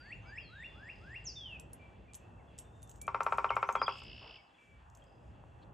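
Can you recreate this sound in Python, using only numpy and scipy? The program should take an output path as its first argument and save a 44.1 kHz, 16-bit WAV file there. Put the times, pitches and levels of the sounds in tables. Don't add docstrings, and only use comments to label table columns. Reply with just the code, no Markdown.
import sys
import numpy as np
from scipy import signal
from scipy.fft import rfft, irfft
from scipy.io import wavfile

SR = 44100
rng = np.random.default_rng(int(sys.argv[2]) if len(sys.argv) > 2 else 0)


def store_pcm(level_fs):
    pcm = np.round(np.clip(level_fs, -1, 1) * 32767).astype(np.int16)
    wavfile.write(sys.argv[1], SR, np.atleast_2d(pcm).T)


N = 252693

# (frequency [Hz], level per Hz [dB])
TICK_COLOUR = [(1760, -37.5), (3000, -5), (4690, -10.5), (5760, -3), (6360, 2), (7690, 5.5), (10000, -13.5),
               (11200, -2), (12500, -20), (13500, -29), (13900, -17), (14800, -13.5), (16300, -42)]


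def amp(db):
    return 10 ** (np.asarray(db) / 20)


def rms_one(x):
    return x / np.sqrt(np.mean(x ** 2) + 1e-20)


def in_time(rows):
    s, *columns = np.transpose(rows)
    return [np.interp(np.arange(N) / SR, s, column) for column in columns]


def gate(rows, fade_s=0.002):
    t = np.arange(N) / SR
    return np.clip(np.minimum(t - rows[0][0], rows[-1][0] - t) / fade_s, 0, 1)


def at_hz(points, hz):
    return np.interp(np.log(hz + 1), np.log(np.array(points)[:, 0]), np.array(points)[:, 1])


def coloured(x, spectrum):
    return irfft(rfft(x) * amp(at_hz(spectrum, np.fft.rfftfreq(N, 1 / SR))), N)


def ring(x, hz, t60):
    r = amp(-60 / (t60 * SR))
    w = 2 * np.pi * hz / SR
    return signal.lfilter([0, np.sin(w)], [1, -2 * r * np.cos(w), r * r], x + 1e-18)


def drift(rate):
    knots = np.arange(0, N / SR + 1, 1 / rate)
    return np.interp(np.arange(N) / SR, knots, rng.standard_normal(4000)[:len(knots)])


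def woods(x, t60, width):
    t = np.arange(int(.7 * SR)) / SR
    envelope = amp(-60 * t / t60) * (1 - np.exp(-t / 0.0031))
    mid, side = rng.standard_normal((2, len(t))) * envelope
    tail = np.array([mid + width * side, mid - width * side]) / np.sqrt(np.sum(mid ** 2))
    return signal.oaconvolve(x[None], tail, axes=1)[:, :N]


def thin_out(x):
    # (time [s], corner [Hz], change of level below it [dB])
    thin = [(4.2, 130, -0.5), (4.42, 594, -8), (4.6, 700, -11), (4.69, 1400, -7), (4.8, 950, -6.5),
            (4.95, 575, -8), (5.25, 150, -5.5), (5.3, 130, -0.5)]
    hz, s, frames = signal.stft(x, SR, nperseg=1024)
    when, corner_hz, depth_db = np.transpose(thin)
    under = 1 / (1 + (hz[:, None] / np.interp(s, when, corner_hz)) ** 16)
    thinned = frames * amp(np.interp(s, when, depth_db) * under)
    return signal.istft(thinned, SR, nperseg=1024)[1][:, :N]


def air():
    edges_hz = [20, 165, 600, 1700, 6000, 17000]
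    layer_db = [-56.5, -63.5, -66.5, -74, -88]
    # (frequency [Hz], level per Hz [dB])
    air_colour = [(18, -34), (30, -25), (53, 1.5), (108, -8.5), (325, -14.5), (608, -19), (1080, -18),
                  (1420, -21.5), (2350, -24.5), (2670, -18), (3600, -34.5), (4750, -37), (5380, -55.5),
                  (7450, -56.5), (12000, -69), (15600, -98.5), (22000, -120)]
    # (centre [Hz], width [Hz], boost [dB])
    crowded = [(64.5, 31, 5), (113.4, 40, 12), (816, 270, 8.5), (2695, 62, 5.0), (3390, 210, 10)]
    # (frequency [Hz], likeness [0 to 1])
    likeness = [(40, 0.88), (120, 0.94), (300, 0.77), (900, 0.085), (1700, 0.062), (2300, 0.78),
                (5000, 0.95), (8600, 1), (11000, 0.39)]
    # (time [s], change of level [dB])
    chorus_swell = [(0, 5.5), (1.2, 6.5), (1.65, 1.3), (2.9, -3.5), (4.0, -5.5), (4.8, 1), (5.73, -3)]
    # (time [s], change of level [dB])
    rumble_gap = [(3.95, 0), (4.3, -2), (4.42, -11), (4.62, -17), (4.69, 1), (4.95, 4), (5.3, 1)]

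    hz = np.fft.rfftfreq(N, 1 / SR)
    colour_db = at_hz(air_colour, hz)
    colour_db = colour_db + sum(db / (1 + (2 * (hz - top) / width) ** 2) for top, width, db in crowded)
    alike = np.clip(at_hz(likeness, hz), 0, 1)
    mid, side = rfft(rng.standard_normal((2, N)))
    both = amp(colour_db) * (np.sqrt(1 + alike) * mid + np.sqrt(1 - alike) * side * [[1], [-1]])
    octave, out = np.log2(hz + 1), 0
    swells = [in_time(rumble_gap)[0], 0, 0, in_time(chorus_swell)[0], 0]
    for low, high, db, swell_db in zip(edges_hz, edges_hz[1:], layer_db, swells):
        share = np.clip(.5 + 2 * np.minimum(octave - np.log2(low), np.log2(high) - octave), 0, 1)
        layer = rms_one(irfft(both * np.sqrt(share), N))
        out = out + amp(db + swell_db + 2.4 * drift(11)) * layer
    return thin_out(out)


def puffs():
    # (time of the top [s], rise [ms], fall [ms], low edge [Hz], high edge [Hz], level [dB])
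    puff_rows = [(4.22, 6.6, 114, 400, 1160, -58), (5.63, 10, 11, 3020, 4400, -71)]
    out = 0
    for (s, rise_ms, fall_ms, low_hz, high_hz, db), noise in zip(puff_rows, rng.standard_normal((len(puff_rows), N))):
        band = signal.butter(3, [low_hz, high_hz], "band", fs=SR, output="sos")
        since_ms = (np.arange(N) / SR - s) * 1000
        shape = np.exp(-(since_ms / np.where(since_ms < 0, rise_ms, fall_ms)) ** 2)
        out = out + amp(db) * shape * rms_one(signal.sosfilt(band, noise))
    return out


def chatter():
    # (time [s], level [dB])
    bouts = [(0.55, -92), (0.914, -76.5), (1.3, -84), (1.5, -105), (4.98, -105), (5.08, -84), (5.32, -96)]
    centre_hz, throbs_per_s = 4970, 36
    throb = .3 + np.sin(np.pi * throbs_per_s * np.arange(N) / SR) ** 4
    buzz = rms_one(ring(rng.standard_normal(N) * throb, centre_hz, 0.023))
    return amp(in_time(bouts)[0]) * gate(bouts) * buzz


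def trill():
    voices = [(3.885, -56.5, -80), (3.927, -60.5, -58.5), (4.217, -61.5, -65), (4.373, -62.5, -69),
              (4.385, -95, -80)]
    # (time [s], pulses [per s])
    pace = [(3.885, 64.3), (4.217, 61.2), (4.385, 61.4)]
    # (frequency [Hz], level per Hz [dB])
    breath_colour = [(1900, -12), (2300, -3.5), (2600, -25), (3400, -4.5), (4000, -16), (5000, -3.5),
                     (5600, -9.5), (5900, -47), (6500, -91)]
    low_end_hz, low_fall_hz = 2550, 975
    high_base_hz, high_rise_hz = 4670, 462.5
    low_lead = .18
    breath_db = -4

    (low_db, high_db), (per_s,) = in_time(voices), in_time(pace)
    turn = (np.cumsum(per_s * gate(pace, 1e-4)) / SR + 0.43) % 1
    ahead = (turn + low_lead) % 1
    low_hz = low_end_hz + low_fall_hz * (1 - ahead) ** 4
    high_hz = high_base_hz + high_rise_hz * np.sin(np.pi * turn ** 1.5)
    pulse = np.sin(np.pi * ahead ** 0.5) ** 2
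    swell = 0.083 + np.sin(np.pi * turn ** 4.1) ** 2
    low = rms_one(np.sin(2 * np.pi * np.cumsum(low_hz) / SR) * pulse)
    high = rms_one(np.sin(2 * np.pi * np.cumsum(high_hz) / SR) * swell)
    breath = amp(breath_db) * rms_one(coloured(rng.standard_normal(N), breath_colour)) * (.7 + pulse)
    husk = amp(3.5 * drift(400))
    low_part = amp(low_db - 0.5) * (husk * low + breath)
    high_part = amp(high_db - 11.5) * husk * high
    return gate(voices) * (low_part + high_part)


def glide(s, length, first_hz, last_hz, bend, db, change_db):
    attack_s, release_s = 0.0059, 0.0049
    since = np.linspace(0, length, 40)
    edge = np.clip(np.minimum(since / attack_s, (length - since) / release_s), .03, 1)
    hz = last_hz + (first_hz - last_hz) * np.abs(1 - since / length) ** bend
    return np.transpose([s + since, hz, db + change_db * since / length + 20 * np.log10(edge)])


def whistles(calls, overtones=()):
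    out = np.zeros(N)
    for rows in calls:
        s, hz, db = np.transpose(rows)
        at = np.arange(max(round(s[0] * SR), 0), min(round(s[-1] * SR), N))
        hz, db = np.interp(at / SR, s, hz), np.interp(at / SR, s, db)
        phase = 2 * np.pi * np.cumsum(hz) / SR
        tone = np.sin(phase)
        for k, top, width, over_db in overtones:
            near = np.exp(-((k * hz - top) / width) ** 2)
            tone += amp(over_db) * near * np.sin(round(k) * phase)
        fades = signal.windows.tukey(len(at), min(200 / len(at), 1))
        out[at] += np.sqrt(2) * amp(db) * fades * tone
    return out * amp(3.1 * drift(150))


def rising_whistles():
    # (time of the top [s], change of level [dB])
    repeats = [(0.13, -0.4), (0.388, 0), (0.648, 1.2), (0.903, 0.2), (1.163, 0.9)]
    # (time from the top [s], pitch [Hz], level [dB])
    rising_shape = [(-0.16, 1190, -71.5), (-0.105, 1507, -61), (-0.022, 1920, -53), (-0.016, 2060, -54),
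                    (0.0, 2730, -44.5), (0.022, 2817, -59)]
    # (multiple of the pitch, resonance [Hz], width [Hz], level [dB])
    throat = [(2, 5540, 470, -33), (4, 7830, 1100, -25.5)]
    return whistles([np.add(rising_shape, (s, 0, db)) for s, db in repeats], throat)


def other_calls():
    # (time [s], pitch [Hz], level [dB])
    sweeps = [
        [(0.36, 5220, -70), (0.404, 5180, -72.5), (0.452, 4330, -65), (0.52, 3910, -69), (0.636, 3550, -66.5),
         (0.82, 3370, -72)],
        [(1.24, 8000, -71), (1.255, 6700, -54), (1.277, 5520, -45), (1.301, 4790, -49), (1.33, 4440, -59)],
        [(1.355, 3680, -59), (1.365, 3620, -51), (1.445, 3220, -49.5), (1.523, 2695, -51.5),
         (1.572, 2490, -54.5)],
    ]
    # (time [s], length [s], first pitch [Hz], last pitch [Hz], bend of the glide,
    # level [dB], change by the end [dB])
    notes = [(0.0, 0.11, 4800, 4450, 1.66, -64, -6.5), (0.0, 0.076, 1555, 2390, .7, -75, 10),
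             (0.149, .045, 6900, 7170, 1.1, -80, -6), (0.216, 0.097, 6300, 6470, 1.2, -86, -.6),
             (0.248, 0.076, 2246, 2390, 0.9, -60, -9), (0.257, 0.062, 5030, 4660, 0.85, -76, 12.5),
             (0.399, 0.17, 3230, 3270, 1, -68.5, -6), (1.74, .05, 2250, 1770, 1.8, -73, -16),
             (1.792, 0.11, 2362, 2330, 1.3, -65.5, -2.5), (2.05, .07, 2267, 1680, 1.1, -75, -11),
             (2.079, 0.044, 2424, 2336, .9, -63.5, -7), (2.199, 0.24, 2586, 2683, 1.2, -75.5, -11),
             (2.385, 0.042, 2480, 1930, 1.7, -76, 1.5), (2.472, 0.056, 3450, 3270, 1.1, -79, -2),
             (2.638, 0.075, 3590, 3540, 1.1, -81.5, -.6), (2.728, 0.16, 3653, 3560, 0.86, -81, 4),
             (3.001, 0.067, 2290, 2350, 1.3, -72.5, 15.5), (3.489, .014, 3360, 2460, 0.99, -45.5, 2.5),
             (3.514, 0.044, 2185, 2210, .8, -48, -2.5), (3.66, 0.044, 5900, 6340, 1.4, -72, 7),
             (3.753, .06, 3390, 3233, 2.5, -58, 0), (3.783, .04, 4730, 4970, 1.5, -65.5, -4),
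             (3.824, .032, 4970, 4767, 0.79, -43, -3.5), (3.862, 0.015, 3450, 3090, 0.76, -44, -4),
             (4.38, 0.03, 2270, 2240, 1.1, -63, -4), (4.393, 0.045, 5050, 4970, 1.1, -82, -8),
             (4.433, 0.082, 2580, 2670, 1.4, -78, 0), (4.464, 0.051, 4930, 3520, 1.5, -84, -5),
             (4.54, 0.037, 3470, 3090, .7, -71, -10), (4.58, 0.2, 2338, 2290, 0.97, -69, -4),
             (5.02, 0.017, 3220, 3220, 1.1, -62, -7)]
    return whistles(sweeps + [glide(*note) for note in notes])


def songbirds():
    t60_s, wet_db, lead_us = 0.43, -6.5, 6.5
    birds = rising_whistles() + other_calls() + trill() + chatter()
    far = birds + amp(wet_db) * woods(birds, t60_s, width=0.43)
    lag = lead_us * SR / 1e6
    far[1] = signal.lfilter([1 - lag, 1 + lag], [1 + lag, 1 - lag], far[1])
    return far


def rustle():
    # (time [s], level [dB])
    shifting = [(2.75, -87), (2.93, -74), (3.16, -86), (3.308, -68), (3.45, -76.5), (3.742, -74),
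                (3.83, -86), (3.994, -77.5), (4.06, -101)]
    rough = rng.standard_normal(N) * amp(4.7 * drift(45))
    grainy = rough * (1 + 16.0 * (rng.random(N) < .0015))
    return amp(in_time(shifting)[0]) * gate(shifting) * rms_one(coloured(grainy, TICK_COLOUR))


def ticks():
    tick_rows = [(1.598, -36.5, 1.05, -18), (1.7316, -51.5, 3.4, 2), (2.135, -40, 1.55, -16),
                 (2.144, -40.5, 3.9, -16), (2.151, -40.5, 2.4, -9), (2.5802, -46, 2.4, -21),
                 (2.5872, -36, 4.2, -16), (2.8216, -55, 1.7, -7), (2.829, -43.5, 1.2, -14),
                 (2.8749, -57, 2.2, -15), (2.8946, -42, 1.5, -18.5), (2.9145, -41.5, 1.1, -25),
                 (2.9589, -52, 2.2, -24), (3.015, -36, 2.8, -9.5), (3.0685, -46.5, 1.3, -9),
                 (3.2317, -37, 3.2, -18), (3.2674, -61, 2.4, -17), (3.375, -46, 2.4, -14),
                 (3.556, -46, 2.8, -14), (3.6748, -60, 2.2, -8), (3.7262, -35.5, 0.81, -24),
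                 (3.7574, -48, 2.2, -19), (3.8713, -54, 2.2, -19), (4.036, -51, 1.4, -18),
                 (4.9, -51, 1.3, -24), (4.9504, -46, 2.1, -28), (4.9724, -50, 1.2, -23),
                 (5.0406, -57, 1.3, -21)]
    # (frequency [Hz], relative level [dB], t60 [s])
    shell_modes = [(6400, 4, 0.1), (7120, 6, 0.054), (13950, -9, .05), (15200, 9, .04)]
    shell_db, shell_spread_db = -21.5, 5
    top_ring_hz, top_ring_t60_s = 10500, .07
    tail_db, tail_t60_s = -10, 0.24

    (crack, strike, top), t = np.zeros((3, N)), np.arange(2000) / SR
    for (s, db, ms, top_db), noise in zip(tick_rows, rng.standard_normal((len(tick_rows), 2000))):
        burst = amp(db - 3) * noise * np.exp(-1000 * t / ms)
        at = slice(round(s * SR), round(s * SR) + 2000)
        crack[at] += burst
        strike[at] += amp(shell_db + shell_spread_db * noise[-1]) * burst
        top[at] += amp(top_db) * burst
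    crack = crack + amp(tail_db) * woods(crack, tail_t60_s, width=0.19)
    shell = sum(amp(db - 25.0) * ring(strike, hz, t60) for hz, db, t60 in shell_modes)
    shell += amp(-5.5) * ring(top, top_ring_hz, top_ring_t60_s)
    return coloured(crack, TICK_COLOUR) + shell


def tap():
    tap_s, tap_db, tap_hz = 5.439, -40, 890
    click = 1. * (np.arange(N) == round(tap_s * SR))
    touch = signal.sosfilt(signal.butter(2, 2 * tap_hz, fs=SR, output="sos"), click)
    return amp(tap_db) * ring(touch, tap_hz, 0.0053)


def drumming():
    # (time [s], strength [dB]), before a 9 dB trim
    drum = [(3.0789, -22.2), (3.1452, -20.1), (3.2052, -19.5), (3.2642, -18.0), (3.3227, -18.2),
            (3.3826, -17.0), (3.4432, -17.3), (3.504, -17.4), (3.5657, -16.9), (3.6277, -18.1),
            (3.6892, -18.4), (3.7527, -17.7), (3.8159, -18.3), (3.8799, -18.5)]
    # (frequency [Hz], level [dB], t60 before the cap below [s])
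    limb = [(394.2, -17, 0.11), (540, -12.5, 0.054), (832, -16.5, .1), (938.5, -8, 0.11),
            (1065.7, -6.5, 0.064), (1134, -5, 0.057), (1216, -11.5, 0.045), (1313.3, -1.5, 0.037),
            (1330, -39.5, 0.017), (1520, -48, 0.035), (2075, -18.5, 0.045), (2730, -40, .03),
            (2290, -14, 0.034), (2425, -18, 0.023)]
    # (delay [ms], level [dB], left over right [dB])
    arrivals = [(0, -2.2, 1.7), (1.58, 2.7, 2.4), (4.82, -6.9, .9), (6.66, -6.3, 2.5), (11.22, -14.1, .1),
                (22.15, -18.3, -3.1)]
    # (frequency [Hz], level per Hz [dB])
    bark_colour = [(1400, -49), (1800, -8.5), (2450, -2), (2900, -15.5), (4000, -30), (5600, -18.5),
                   (7000, -43), (9000, -81)]
    longest_s = .09
    mode_spread_db = 1.4
    bill_soft_hz, limb_low_hz = 2574, 416
    bark_db, bark_t60_s = -7.5, 0.2
    wet_db, wet_t60_s = -6.5, 0.25
    far_echo_ms, far_echo_db = 140, -22.5
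    lows_lean, lows_hz = 0.24, 800

    blows = np.zeros(N)
    blows[[round(s * SR) for s, db in drum]] = amp(np.array(drum)[:, 1] - 9.0)
    luck = np.zeros((N, len(limb)))
    luck[blows > 0] = mode_spread_db * rng.standard_normal((len(drum), len(limb)))
    knock = np.zeros(N)
    for (hz, db, t60), luck_db in zip(limb, luck.T):
        knock += ring(blows * amp(db + luck_db), hz, min(t60, longest_s))
    knock = signal.sosfilt(signal.butter(2, bill_soft_hz, fs=SR, output="sos"), knock)
    knock = signal.sosfilt(signal.butter(10, limb_low_hz, "high", fs=SR, output="sos"), knock)

    since = np.convolve(blows, amp(-60 * np.arange(6000) / SR / bark_t60_s))[:N]
    splinters = 0.14 * rng.standard_normal((2, N)) + rng.standard_normal(N)
    bark = amp(bark_db) * coloured(since * splinters, bark_colour)
    out = bark + amp(wet_db) * woods(knock, wet_t60_s, width=0.57)
    for ms, db, pan_db in arrivals + [(far_echo_ms, far_echo_db, 0)]:
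        out += np.roll(knock, round(ms * SR / 1000)) * amp(db + np.array([[pan_db], [-pan_db]]) / 2)
    lows = signal.sosfilt(signal.butter(2, lows_hz, fs=SR, output="sos"), out)
    return out + [[-lows_lean], [lows_lean]] * lows


def scene():
    return air() + puffs() + songbirds() + rustle() + ticks() + tap() + drumming()


def record(dry):
    # (frequency [Hz], phase between the two microphones [radians])
    ports = [(8700, 0.01), (9900, 3.1), (10900, 3.3), (11700, 6.2), (12600, 6.5), (13400, 9.4),
             (14100, 9.6), (15100, 12.4)]
    cutoff_hz = 16400
    apart = at_hz([(0.95, 0.0059)] + ports, np.fft.rfftfreq(N, 1 / SR))
    turned = irfft(rfft(dry) * np.exp(.5j * apart * [[1], [-1]]), N)
    return signal.sosfilt(signal.cheby2(12, 70, cutoff_hz, fs=SR, output="sos"), turned)


dry = scene()
out = record(dry)
store_pcm(out)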